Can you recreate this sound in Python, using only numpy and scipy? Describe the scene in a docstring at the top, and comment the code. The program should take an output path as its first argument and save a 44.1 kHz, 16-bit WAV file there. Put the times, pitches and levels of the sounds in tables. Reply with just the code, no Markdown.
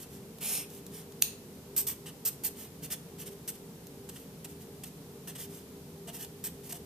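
"""Felt marker on paper

At a desk in a small room, close under a camera's stereo microphone, a marker rules a line and writes a few
words. Its nib scratches over the paper fibres stroke by stroke; its plastic barrel clicks once in the hand. The
room answers faintly and a fan and the mains hum in the background."""
import sys
import numpy as np
from scipy import signal
from scipy.fft import rfft, irfft, next_fast_len
from scipy.io import wavfile
from scipy.ndimage import map_coordinates

SR = 44100
rng = np.random.default_rng(int(sys.argv[2]) if len(sys.argv) > 2 else 0)


def dump_mix(stems):
    """Bounce the given channels to the path in sys.argv[1] as a 16-bit WAV at rate SR."""
    frames = np.atleast_2d(stems).T  # one column per channel
    limited = np.clip(frames, -1, 1)  # hard clip at full scale
    pcm = np.round(limited * 32767).astype(np.int16)
    wavfile.write(sys.argv[1], SR, pcm)


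N = 302305
BAND_LIMIT_HZ = 14330

# the nib landing already in motion: t/s, length/s, fastest point/share of length, hiss level/dB
NIB_STROKES = [(1.763, 0.08, 0.074, -31.5), (1.867, 0.081, 0.067, -35.5), (2.058, 0.056, .24, -47),
               (2.25, 0.057, 0.28, -32), (2.435, 0.063, 0.43, -35), (3.476, 0.042, .14, -37.5),
               (4.089, 0.019, .3, -44), (4.158, 0.021, 0.38, -51), (4.444, 0.02, .25, -43),
               (4.835, .018, 0.23, -42.5), (5.273, 0.055, 0.092, -44), (5.351, 0.028, .2, -46),
               (6.072, 0.042, 0.41, -46.5), (6.439, 0.06, 0.079, -37.5), (6.722, 0.013, 0.42, -38)]


def strokes():
    """Close to the microphone the nib lands with a bright tap and scratches on; firmer is brighter."""
    out = np.zeros((2, N))
    middling_db = -46
    for start, length, fastest, db in NIB_STROKES:
        firm_db = db - middling_db
        stroke = scratch(length, dict(fastest=fastest, rise=0.48, fall=1.55), nib_hz=8350, nib_lift=1.04,
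                         scrape_db=-3.5 - 0.79 * firm_db, fizz_db=-4 + 0.59 * firm_db)
        add(out, start, amp(db) * stroke)
        tap = filtered(crack(t60=0.015), lambda hz: .5 * colour(NIB_HISS, hz) + colour(NIB_FIZZ, hz))
        add(out, start, amp(db - 5) * tap)
    return out


# the nib easing into a curve or light flick: t/s, length/s, hiss level/dB
NIB_GLIDES = [(-.01, .068, -49.5), (0.099, 0.1, -57), (0.689, 0.13, -54.5), (0.913, 0.13, -50.5),
              (2.554, 0.13, -49.5), (2.822, 0.052, -44), (2.9, 0.057, -36.5), (3.181, 0.067, -47),
              (3.256, 0.042, -46.5), (3.307, 0.041, -57), (3.535, 0.038, -55), (4.107, 0.15, -57),
              (4.48, .06, -57), (4.594, .06, -57.5), (4.846, 0.051, -53), (5.373, 0.096, -45),
              (5.486, 0.15, -54.5), (6.127, 0.062, -46), (6.182, 0.081, -45), (6.63, 0.072, -52.5),
              (6.689, 0.04, -44.5), (6.737, .045, -49)]


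def glides():
    """Curves and flicks swell and fade without a tap, all with much the same colour."""
    out = np.zeros((2, N))
    shape = dict(fastest=0.44, rise=0.72, fall=1.1)
    for start, length, db in NIB_GLIDES:
        glide = scratch(length, shape, nib_hz=9100, nib_lift=0.39, scrape_db=-7.5, fizz_db=-0.5)
        add(out, start, amp(db) * glide)
    return out


# close-up spectra of the nib's hiss, its top fizz and the paper's scrape: f/Hz, level/dB
NIB_HISS = [(2500, -21.5), (4200, -5.5), (5000, -6), (6000, -3), (7000, -1.5), (8400, -2), (10000, -2),
            (11300, -2.5), (12500, -5.5), (15000, -42)]
NIB_FIZZ = [(9500, -34), (11400, -9.5), (12700, 1.5), (14000, 4.5), (15000, -14)]
PAPER_SCRAPE = [(250, -33), (650, -6), (900, -4), (1350, -9.5), (1900, -2.5), (2350, -4.5), (3050, 2),
                (3500, -1), (4000, -3), (4500, -10), (5200, -17), (8000, -50)]
# bands swallowed by the fingers round the nib: f/Hz, width/Hz, depth/share
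GRIP_HOLLOWS = [(4000, 400, 0.5), (6970, 490, .45)]


def scratch(length, shape, nib_hz, nib_lift, scrape_db, fizz_db):
    """One pull of the nib: its own hiss and fizz over the paper's scrape, both coloured by the hand."""
    t = np.arange(SR // 4) / SR
    speed = swell(t, length, **shape)
    centre_hz = nib_hz * np.exp(.012 * rng.standard_normal())  # varies with the angle of the pen

    def nib(hz):
        ringing = unit(colour(NIB_HISS, hz) * nib_ring(hz, centre_hz, width_hz=770, lift=nib_lift))
        return np.hypot(np.abs(ringing), amp(fizz_db) * colour(NIB_FIZZ, hz))

    def hand(hz):
        hollows = np.prod([nib_ring(hz, at, width, -depth) for at, width, depth in GRIP_HOLLOWS], axis=0)
        return hollows * hand_reflections(hz, strength=0.22, delay_s=0.000645)

    # the scrape rises sooner and holds longer than the hiss
    scrape = filtered(friction(t, speed ** 0.51), lambda hz: colour(PAPER_SCRAPE, hz))
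    hiss = filtered(friction(t, speed), nib)
    return filtered(hiss + amp(scrape_db) * scrape, hand)


def swell(t, length, fastest, rise, fall):
    """A stroke speeds up and slows to rest: a skewed sine arch, raised to the powers rise and fall."""
    progress = np.interp(t, [0, fastest * length, length], [0, .5, 1])
    return np.abs(np.sin(np.pi * progress)) ** np.where(progress < .5, rise, fall)


def friction(t, pressure):
    """The nib's drag flutters with the paper's grain; the sheet scatters it differently to each side."""
    flutter = amp(0.99 * map_coordinates(rng.standard_normal(len(t)), [t * 200]))
    drag = fibres(len(t), per_second=2800, spread_db=2.5, rub=0.7)
    scatter_db = [(3000, -37), (5000, -1.5), (13000, -5.0)]
    scatter = filtered(rng.standard_normal((2, len(t))), lambda hz: amp(along(scatter_db, hz)))
    # pressure sets the stroke's whole energy, however the fibres fall
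    return unit(pressure * flutter * (drag + scatter)) * np.sqrt(np.mean(pressure ** 2))


def fibres(n, per_second, spread_db, rub):
    """Paper fibres flicked by the nib: dense tiny impulses of uneven size over a smooth rub."""
    flicks = (rng.random(n) < per_second / SR) * rng.choice([-1, 1], n)
    sizes = amp(spread_db * np.minimum(rng.standard_normal(n), 2))
    return unit(unit(flicks * sizes) + rub * rng.standard_normal(n))


def nib_ring(hz, centre_hz, width_hz, lift):
    """A resonance at the nib lifts one band, or hollows it if lift is negative."""
    return 1 + lift * 1j * hz * width_hz / (centre_hz ** 2 - hz ** 2 + 1j * hz * width_hz)


def hand_reflections(hz, strength, delay_s):
    """Fingers, hand and arm reflect to each microphone port, giving every stroke its own hollows."""
    paths_s = delay_s * np.array([1, 2, 3.5]) * amp(2 * rng.standard_normal(3))
    skews_s = 2.5e-5 * rng.standard_normal((3, 2, 1))
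    echoes = sum(0.95 * np.exp(-2j * np.pi * hz * (path + skew)) for path, skew in zip(paths_s, skews_s))
    return unit(1 + strength * echoes)


# spectrum of the nib drawn sideways: f/Hz, level/dB
SIDEWAYS_HISS = [(2000, -30), (3400, -13), (4300, -4.5), (4900, -5), (5350, 1.5), (6050, -11), (6600, -4),
                 (7400, -6), (8150, 1), (9100, -1), (9650, 0.5), (10200, -2), (11400, 3), (12400, -1),
                 (12950, 1), (14000, 2), (15000, -10)]


def ruled_line(start_s=.405, length_s=.253):
    """One long pull: the paper scrapes as soon as the nib moves, the hiss swells with its speed."""
    out = np.zeros((2, N))
    t = np.arange(round(length_s * SR)) / SR
    speed = swell(t, length_s, fastest=0.45, rise=0.62, fall=1.3)
    hiss = filtered(friction(t, speed), lambda hz: colour(SIDEWAYS_HISS, hz))
    bite = swell(t, length_s, fastest=0.11, rise=0.61, fall=0.49)
    # drawn sideways, the paper sounds a little lower
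    scrape = filtered(friction(t, bite), lambda hz: colour(PAPER_SCRAPE, hz * 1.23))
    swish = amp(-33) * hiss + amp(-45.5) * scrape
    # the path off the travelling hand lengthens, so the hollows of the swish glide down
    delay_s = np.linspace(.000285, .000335, len(t))
    echo = np.array([map_coordinates(port, [(t - delay_s) * SR]) for port in swish])
    add(out, start_s, swish + .42 * echo)
    return out


# spectrum of the plastic barrel: f/Hz, level/dB
BARREL_PLASTIC = [(300, -39), (750, -15), (1200, -26), (1750, -13), (2100, -17), (2650, 0), (3200, -8.5),
                  (4000, -0.5), (4900, -4), (5400, -8), (6100, 1.5), (7100, -0.5), (7750, -11), (9100, 1),
                  (12400, -8), (13800, 10.5), (15000, 5)]


def barrel_click(at_s=1.2239):
    """One sharp plastic click in the hand: a slip that builds for two milliseconds and stops dead."""
    out, t = np.zeros(N), np.arange(-SR // 100, SR // 100) / SR
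    envelope = np.exp(np.minimum(t / 0.0012, -t / 0.00049))
    # the slip excites all frequencies alike; the plastic gives it its colour
    phases = np.angle(rfft(envelope * rng.choice([-1, 1], len(t))))
    flat_burst = irfft(np.exp(1j * phases), len(t))
    slip = unit(flat_burst * envelope ** 0.33) * np.sqrt(np.mean(envelope ** 2))
    add(out, at_s + t[0], amp(-7.5) * filtered(slip, lambda hz: colour(BARREL_PLASTIC, hz)))
    return out


# light contacts of pen and paper: t/s, relative level/dB
PEN_TICKS = [(0.385, -41), (0.7022, -41.5), (0.8654, -35.5), (1.1217, -41.5), (2.3304, -43), (3.869, -38.5),
             (6.2477, -34)]


def ticks():
    """Small dry contacts near the microphone: bright, with a little of the paper's body."""
    def tone(hz):
        return colour(NIB_HISS, hz) + .8 * colour(NIB_FIZZ, hz) + amp(-12.5) * colour(PAPER_SCRAPE, hz)

    out = np.zeros(N)
    for start, db in PEN_TICKS:
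        add(out, start - .001, amp(db - 7.5) * filtered(crack(t60=0.023), tone))
    return out


def crack(t60):
    """A contact's burst of noise dies at once; a millisecond of quiet comes before it."""
    t = np.arange(SR // 20) / SR
    return np.pad(rng.choice([-1, 1], len(t)) * amp(-60 * t / t60), (SR // 1000, 0))


# the nib pressed hard enough to sound the desk: t/s, level/dB
DESK_KNOCKS = [(6.078, -48.5), (6.094, -51), (6.727, -50.5)]
# modes of the desk top: f/Hz, relative level/dB, t60/s
DESK_MODES = [(628, 2, .07), (704, 4, 0.11), (920, -3, 0.083)]


def desk():
    """The desk under the sheet rings briefly when the nib presses down."""
    out, t = np.zeros(N), np.arange(SR // 4) / SR
    attack = 1 - np.exp(-t / 0.0016)
    for start, db in DESK_KNOCKS:
        ring = sum(amp(level - 60 * t / t60) * np.sin(2 * np.pi * (hz * t + rng.random()))
                   for hz, level, t60 in DESK_MODES)
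        add(out, start, amp(db) * ring * attack)
    return out


# the microphone's left port against its right: f/Hz, level/dB
PORT_BALANCE = [(4000, -0.5), (6000, 0.5), (10500, 0), (11800, -1.5), (14000, -5.5)]


def at_microphone(x, lead_s):
    """Direct sound from the desk reaches the right port first, and with more top."""
    sides = np.array([[1], [-1]])

    def response(hz):
        return amp(sides * along(PORT_BALANCE, hz) / 2) * np.exp(-1j * np.pi * hz * lead_s * sides)

    return filtered(x, response)


# decay of the small room: f/Hz, t60/s
ROOM_DECAY = [(300, 0.75), (3000, 0.37), (10000, 0.3), (15000, 0.2)]


def room(x):
    """A diffuse tail, different at each port and for each place of the pen, whose treble dies first."""
    out, block = np.zeros((2, N)), SR // 4
    for start in range(0, N, block):
        hz, t, noise = signal.stft(rng.standard_normal((2, SR // 2)), SR, nperseg=256)
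        decay = amp(-60 * t / along(ROOM_DECAY, hz)[:, None])
        tail = signal.istft(noise * decay, SR, nperseg=256)[1]
        tail /= np.linalg.norm(tail[0])
        add(out, start / SR + .004, signal.fftconvolve(x[None, start:start + block], tail, axes=1))
    return out


# tones of the fan and of the mains hum at the microphone: f/Hz, level/dB, unsteadiness/share
HUM_TONES = [(140.4, -60.5, 1), (162.5, -58, 0.58), (192.6, -61.5, 0.84), (224.8, -65.5, 0.9),
             (257.5, -65, 0.79), (289.4, -64, 0.82), (352.2, -66.5, 0.65), (400, -57, 0.75),
             (442, -66, 0.7), (460.6, -65.5, 0.79), (591, -72, 0.47)]
# spectrum of its rush of air: f/Hz, level/dB
FAN_RUSH = [(15, -43), (30, -15.5), (55, -15.5), (78, -2), (110, -6.5), (165, 0.5), (280, -4.5), (325, -11),
            (420, -7), (490, -6), (560, -17), (800, -16.5), (1600, -29.5), (8000, -55)]


def fan():
    """A fan and mains hum in the background: wavering tones and a low rush, nearly alike in both ports."""
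    t = np.arange(N) / SR
    hum = 0
    for hz, db, unsteady in HUM_TONES:
        swing = unit(1 - unsteady + unsteady * (wobble(12) + 1j * wobble(12)))
        hum += amp(db) * np.sqrt(2) * np.real(swing * np.exp(2j * np.pi * hz * t))
    mid, side = filtered(rng.standard_normal((2, N)), lambda hz: colour(FAN_RUSH, hz))
    # above the bass, shorter waves differ more between the ports
    side_db = [(30, -12), (120, -23.5), (300, -12), (600, -10.5), (1200, -4.0)]
    side = filtered(side, lambda hz: amp(along(side_db, hz)))
    return hum + amp(-51.5) * np.array([mid + side, mid - side])


# spectrum of the microphone's self-noise: f/Hz, level/dB
SELF_NOISE = [(200, -13), (1000, -3), (3000, 0), (7000, -0.5), (10000, -0.5), (12500, 1.5), (14000, 2.5)]


def microphone_hiss():
    """Each side of the microphone adds its own faint hiss."""
    return amp(-57) * filtered(rng.standard_normal((2, N)), lambda hz: colour(SELF_NOISE, hz))


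def amp(db):
    """Decibels to gain."""
    return 10 ** (np.asarray(db) / 20)


def unit(x):
    """Scaled to rms 1."""
    return x / np.sqrt(np.mean(np.abs(x) ** 2) + 1e-20)


def along(points, hz):
    """Interpolate (Hz, value) points on a log axis."""
    f, v = np.transpose(points)
    return np.interp(np.log(hz + 1), np.log(f), v)


def colour(points, hz):
    """A spectrum as a band-limited gain that keeps the power of white noise."""
    return unit(amp(along(points, hz)) * (hz < BAND_LIMIT_HZ))


def filtered(x, response):
    """x through a complex response of frequency."""
    n = x.shape[-1]
    m = next_fast_len(n + SR // 20)
    return irfft(rfft(x, m) * response(np.fft.rfftfreq(m, 1 / SR)), m)[..., :n]


def wobble(rate):
    """A smooth random curve, rate knots a second."""
    return map_coordinates(rng.standard_normal(int(N * rate / SR) + 4), [np.arange(N) * rate / SR])


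def add(track, s, sound):
    """Mix a sound into the track at s seconds."""
    start = round(s * SR)
    part = sound[..., max(-start, 0):N - start]
    track[..., max(start, 0):][..., :part.shape[-1]] += part


def scene():
    """Pen, paper and desk close to the microphone, with the room and the fan behind."""
    pen = strokes() + glides() + ruled_line() + ticks() + desk()
    click = barrel_click()
    reverb = room(amp(-11) * pen.mean(axis=0) + amp(-7) * click)
    return at_microphone(pen + click, lead_s=2.5e-5) + reverb + fan() + microphone_hiss()


def record(dry):
    """The camera rounds off the highest peak and cuts steeply above its band limit."""
    rounded = dry / (1 + (np.abs(dry) / .7) ** 4) ** .25
    return filtered(rounded, lambda hz: 1 / np.sqrt(1 + (hz / BAND_LIMIT_HZ) ** 160))


dry = scene()
out = record(dry)
dump_mix(out)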